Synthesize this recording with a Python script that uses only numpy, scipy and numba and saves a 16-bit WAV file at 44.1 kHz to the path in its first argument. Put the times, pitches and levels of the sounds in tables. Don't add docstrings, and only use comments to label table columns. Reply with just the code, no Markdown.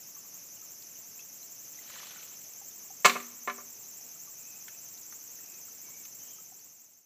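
import sys
import numpy as np
from scipy import signal
from scipy.fft import rfft, irfft
from scipy.io import wavfile
from numba import njit

SR = 44100
rng = np.random.default_rng(int(sys.argv[2]) if len(sys.argv) > 2 else 0)


def materialize(psi):
    bounded = np.clip(np.atleast_2d(psi).T, -1, 1)
    quanta = np.round(bounded * 32767).astype(np.int16)
    wavfile.write(sys.argv[1], SR, quanta)


N = 310905
T = np.arange(N) / SR

# frequency in Hz, relative level in dB.
STREAM_COLOUR = [(25, -36.5), (50, -23), (75, -10.5), (110, 1), (200, 2), (400, -0.5), (700, -3),
                 (1200, -6.5), (1800, -6.5), (2600, -3.5), (3600, -11), (6000, -6.5), (10000, -26.5),
                 (16000, -18.5)]
# frequency in Hz, relative level in dB.
CICADA_BODY = [(3500, -18), (4600, -8), (5400, -2), (5850, -1.5), (6180, 6), (6600, -2), (7400, -3.5),
               (8100, -4), (8800, -22.5), (10300, -8.5), (11700, 0), (13000, -1), (15200, -1.5)]
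# frequency in Hz, relative level in dB.
CHORUS_COLOUR = [(3500, -30.5), (4700, -17.5), (5600, -0.5), (7200, -3), (8800, -23), (10300, -16.5),
                 (11800, -3.5), (13000, -12.5), (15000, -14)]
# start in seconds, level in dB before DRIP_TRIM_DB,
# starting bubble pitch in Hz.
DRIPS = [(0.165, -54, 1130), (0.572, -55, 2890), (1.193, -45.5, 2610), (1.428, -53, 4050),
         (1.788, -49, 2030), (2.615, -54, 790), (2.903, -49.5, 764), (4.275, -54.5, 1144),
         (6.384, -56, 1260), (6.519, -52.5, 756), (6.594, -54, 4480)]
# start in seconds, peak level in dB before SLAP_TRIM_DB,
# centre in Hz.
SLAPS = [(0.823, -42.5, 4540), (1.191, -49, 2900), (1.901, -39, 1330), (2.069, -40, 4100),
         (4.681, -38, 1700), (4.975, -46, 4540), (5.124, -41, 1220), (5.54, -45, 4760), (6.053, -42, 2445)]
# frequency in Hz, relative level in dB.
SPRAY_COLOUR = [(250, -20.5), (550, -2), (1300, -11.5), (2500, 2), (4200, -2), (8000, -10), (15000, -20.5)]
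# start in seconds, ring level in dB,
# crack level in dB before CRACK_TRIM_DB, brightness of the contact (low-pass corner) in Hz.
CONTACTS = [(3.0464, -12, -7.5, 5030), (3.0490, 0, 0, 2850), (3.0549, -19.5, -6.5, 14800),
            (3.0602, -24, -6, 4503), (3.0958, -23.5, -12, 5000), (3.4746, -12.5, -14, 1530),
            (3.4968, -22, -20.5, 2330)]
# frequency in Hz, level in dB, time to lose 60 dB in seconds.
TUBE_MODES = [(241, -37, .9), (396, -36, .38), (535, -31, .07), (590, -25, .14), (730, -28, .17),
              (968, -31, .17), (1030, -18, .08), (1062, -15, .1), (1150, -20, .08), (1184, -17, .12),
              (1270, -24, .15), (1345, -25, .11), (1420, -25, .13), (1505, -34, .14), (1718, -22, .13),
              (1763, -23, .1), (2139, -22, .13), (2224, -20, .09), (2292, -20, .1), (2515, -25, .1),
              (2580, -29, .13), (2820, -27, .12), (2985, -27, .11), (3170, -32, .12), (3450, -26, .1),
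              (3880, -24, .1)]
# frequency in Hz, relative level in dB.
FIBRE_COLOUR = [(40, -45.5), (110, -38), (150, -14.5), (195, -8.5), (320, -13.5), (540, -6), (860, -8.5),
                (1150, 5), (1580, -3), (2350, 1.5), (3200, -6.5), (4100, -3), (5000, -7), (7500, 0),
                (9500, -18.5), (15000, -11.5)]
# start in seconds, length in seconds, pitch in Hz, level in dB before WHISTLE_TRIM_DB.
WHISTLES = [(4.363, 0.26, 2523, -62), (4.66, 0.12, 2550, -66), (5.386, 0.21, 2543, -64),
            (5.82, 0.2, 2250, -64.5), (6.185, 0.24, 3070, -65.5)]

DRIP_TRIM_DB, SLAP_TRIM_DB, CRACK_TRIM_DB, WHISTLE_TRIM_DB = 5.0, 1.5, -1.0, 2.5
STROKE_HZ, STROKE_GAIN_HZ_PER_S = 10.966, 0.177
CLICK_HZ, WARM_UP_S = 303.7, 2.154
SONG_DB, EFFORT_DB = -49.5, 2
SLACK_HZ, EFFORT_HZ, SWEEP_HZ = 5613, 400, 1690
STROKE_DIP_DB, PUSH_LEAD_RAD = 3, 0.43
FAINT_DRIP_DB, FAINT_LOW_HZ, FAINT_HIGH_HZ = -58, 900, 4800
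GUSH_S, GUSH_DB, POUR_HOLD_S = 1.965, -50.5, 0.21
POUR_RISE_DB_PER_S, POUR_SAG_DB_PER_S, POUR_DRAIN_DB_PER_S = 79.5, 19.5, 48
FADE_START_S, FADE_LENGTH_S = 6.238, 0.95
TOP_HZ = 15300


def undb(db):
    return 10 ** (np.asarray(db) / 20)


def unit(x):
    return x / np.sqrt(np.mean(x ** 2))


def add(out, s, x):
    i = int(np.clip(s * SR, 0, N - 1))
    out[i:i + len(x)] += x[:N - i]


def convolve(x, response):
    return signal.oaconvolve(x, response)[:len(x)]


def colour(x, points):
    hz, db = np.transpose(points)
    size = 4096
    grid = np.maximum(np.fft.rfftfreq(size, 1 / SR), 1)
    gain = undb(np.interp(np.log(grid), np.log(hz), db))
    cepstrum = irfft(np.log(gain))
    cepstrum[1:size // 2] *= 2
    cepstrum[size // 2 + 1:] = 0
    return convolve(x, irfft(np.exp(rfft(cepstrum))))


def lowpass(x, hz, order=2):
    return signal.sosfilt(signal.butter(order, min(hz, SR / 2 - 1), fs=SR, output="sos"), x)


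def decay(t, t60):
    return np.exp(-np.log(1000) * t / t60)


def walk(rate):
    knots = rng.standard_normal(N // 100)
    return np.interp(T * rate, np.arange(len(knots)), knots)


def scatter(t60):
    tail = rng.standard_normal(SR) * decay(T[:SR], t60)
    return tail / np.linalg.norm(tail)


def bubble(hz, cycles, glide):
    life = cycles / hz
    t = T[:SR // 8]
    t = t[t < life]
    tone = np.sin(2 * np.pi * hz * t * (1 + glide * t / life))
    attack = 1 - np.exp(-t * hz)
    return tone * decay(t, life) * attack


def bubbles(chance, low_hz, high_hz, spread_db, cycles, count):
    out = np.zeros(N)
    share = np.cumsum(chance) / np.sum(chance)
    draws = rng.random((count, 3))
    starts = np.interp(draws[:, 0], share, T)
    for s, (_, pitch, size) in zip(starts, draws):
        hz = low_hz * (high_hz / low_hz) ** pitch
        gain = undb(-spread_db * np.log(size + .01))
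        add(out, s, gain * bubble(hz, cycles, glide=0.085))
    return out


def stream():
    murmur = unit(colour(rng.standard_normal(N), STREAM_COLOUR)) * undb(.5 * walk(18))
    trickle = unit(bubbles(np.ones(N), low_hz=607, high_hz=4896, spread_db=-2, cycles=37, count=500))
    return undb(-61.0) * murmur + undb(-76.5) * trickle


@njit
def ring(x, hz, width):
    y, z = np.empty(len(x)), 0j
    for i in range(len(x)):
        turn_and_decay = np.exp((2j * np.pi * hz[i] - np.pi * width) / SR)
        z = z * turn_and_decay + x[i] + 1e-18
        y[i] = z.imag
    return y


def cicada():
    effort = 1 - np.exp(-T / WARM_UP_S)
    stroke_cycles = np.cumsum(STROKE_HZ + STROKE_GAIN_HZ_PER_S * T) / SR - .055
    stroke = 2 * np.pi * stroke_cycles
    tension = (1 + np.cos(stroke - .45 * np.cos(stroke) + .15)) / 2
    push = (1 + np.cos(stroke + PUSH_LEAD_RAD)) / 2

    turn = np.floor(np.cumsum(CLICK_HZ * (1 + .008 * walk(200))) / SR)
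    click_db = 0.86 * (-1) ** turn + 2.4 * walk(250) + STROKE_DIP_DB * push
    clicks = np.diff(turn, prepend=0) * undb(click_db)

    jitter = 1 + 0.017 * walk(300)
    pitch_hz = (SLACK_HZ + EFFORT_HZ * effort + SWEEP_HZ * tension) * jitter
    fundamental = unit(ring(ring(clicks, pitch_hz, 650.), pitch_hz, 1900.))
    tense_clicks = clicks * undb(3 * tension)
    overtone = unit(ring(ring(tense_clicks, 2 * pitch_hz, 1600.), 2 * pitch_hz, 2600.))
    song = colour(fundamental + undb(-3.0) * overtone, CICADA_BODY)

    leaves = undb(-3.5) * convolve(song, scatter(t60=.025))
    trunks = undb(-9) * convolve(song, scatter(t60=.4))
    return undb(SONG_DB + EFFORT_DB * effort) * unit(song + leaves + trunks)


def chorus():
    return undb(-53.5) * unit(colour(rng.standard_normal(N), CHORUS_COLOUR))


def drops():
    out, t = np.zeros(N), T[:SR // 10]
    faint = []
    for when, pitch in rng.random(size=(14, 2)):
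        hz = FAINT_LOW_HZ * (FAINT_HIGH_HZ / FAINT_LOW_HZ) ** pitch
        faint.append((when * T[-1], FAINT_DRIP_DB, hz))
    for s, db, hz in DRIPS + faint:
        add(out, s, undb(db + DRIP_TRIM_DB) * bubble(hz, cycles=25 + hz / 40, glide=0.029))
    for s, db, hz in SLAPS:
        burst = rng.standard_normal(len(t)) * decay(t, 0.039)
        slap = colour(burst, [(hz / 3, -22), (hz, 0), (hz * 3, -16)])
        add(out, s, undb(db + SLAP_TRIM_DB) * slap / np.abs(slap).max())
    return out


def pour_flow():
    age = T - GUSH_S
    rise = POUR_RISE_DB_PER_S * np.minimum(age, 0)
    sag = POUR_SAG_DB_PER_S * np.clip(age, 0, POUR_HOLD_S)
    drain = POUR_DRAIN_DB_PER_S * np.maximum(age - POUR_HOLD_S, 0)
    return undb(GUSH_DB + rise - sag - drain)


def pour():
    flow = pour_flow()
    gurgle = bubbles(flow, low_hz=1000, high_hz=6500, spread_db=3.5, cycles=14, count=260)
    gurgle /= np.sqrt(np.average(gurgle ** 2, weights=flow))
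    clumps = undb(3.2 * walk(100))
    spray = unit(colour(rng.standard_normal(N) * clumps, SPRAY_COLOUR))
    return flow * (spray + .5 * gurgle)


def knocks():
    out, t = np.zeros(N), T[:SR]
    tube = np.zeros(SR)
    for k, (hz, db, t60) in enumerate(TUBE_MODES):
        tube += (-1) ** k * undb(db) * np.sin(2 * np.pi * hz * t) * decay(t, t60)
    tube *= 1 - np.exp(-t / 0.002)
    for s, ring_db, crack_db, bright_hz in CONTACTS:
        snap = rng.standard_normal(SR) * decay(t, 0.06)
        buzz = rng.standard_normal(SR) * decay(t, 0.44)
        buzz = colour(buzz, [(200, -18), (1200, -23), (7000, -19.5), (12000, -10)])
        crack = colour(snap + buzz, FIBRE_COLOUR)
        contact = undb(ring_db) * tube + undb(crack_db + CRACK_TRIM_DB) * crack
        add(out, s, lowpass(contact, bright_hz))
    return signal.sosfilt(signal.butter(3, 140, "highpass", fs=SR, output="sos"), out)


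def bird():
    out, waver = np.zeros(N), 1 + 0.035 * walk(200)
    for s, length, hz, db in WHISTLES:
        swell = np.sqrt(np.maximum(1 - (2 * (T - s) / length - 1) ** 2, 0))
        tone = np.sin(2 * np.pi * np.cumsum(hz * waver) / SR)
        out += undb(db + WHISTLE_TRIM_DB) * swell * tone
    return convolve(out, scatter(t60=0.14))


def garden(x):
    near = convolve(x, scatter(t60=.18))
    far = lowpass(convolve(x, scatter(t60=1.0)), 6000, order=1)
    out = x + undb(-10.0) * near + undb(-29.0) * far
    blurred = x + undb(-10.0) * convolve(x, scatter(t60=0.044))
    add(out, .1055, undb(-18.0) * lowpass(blurred, 1900))
    return out


def scene():
    in_garden = garden(knocks() + pour() + drops())
    return (in_garden + stream() + bird() + cicada() + chorus())[None]


def record(dry):
    faded = dry * np.clip(1 - (T - FADE_START_S) / FADE_LENGTH_S, 0, 1)
    return signal.sosfilt(signal.ellip(12, .1, 80, TOP_HZ, fs=SR, output="sos"), faded)


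dry = scene()
out = record(dry)
materialize(out)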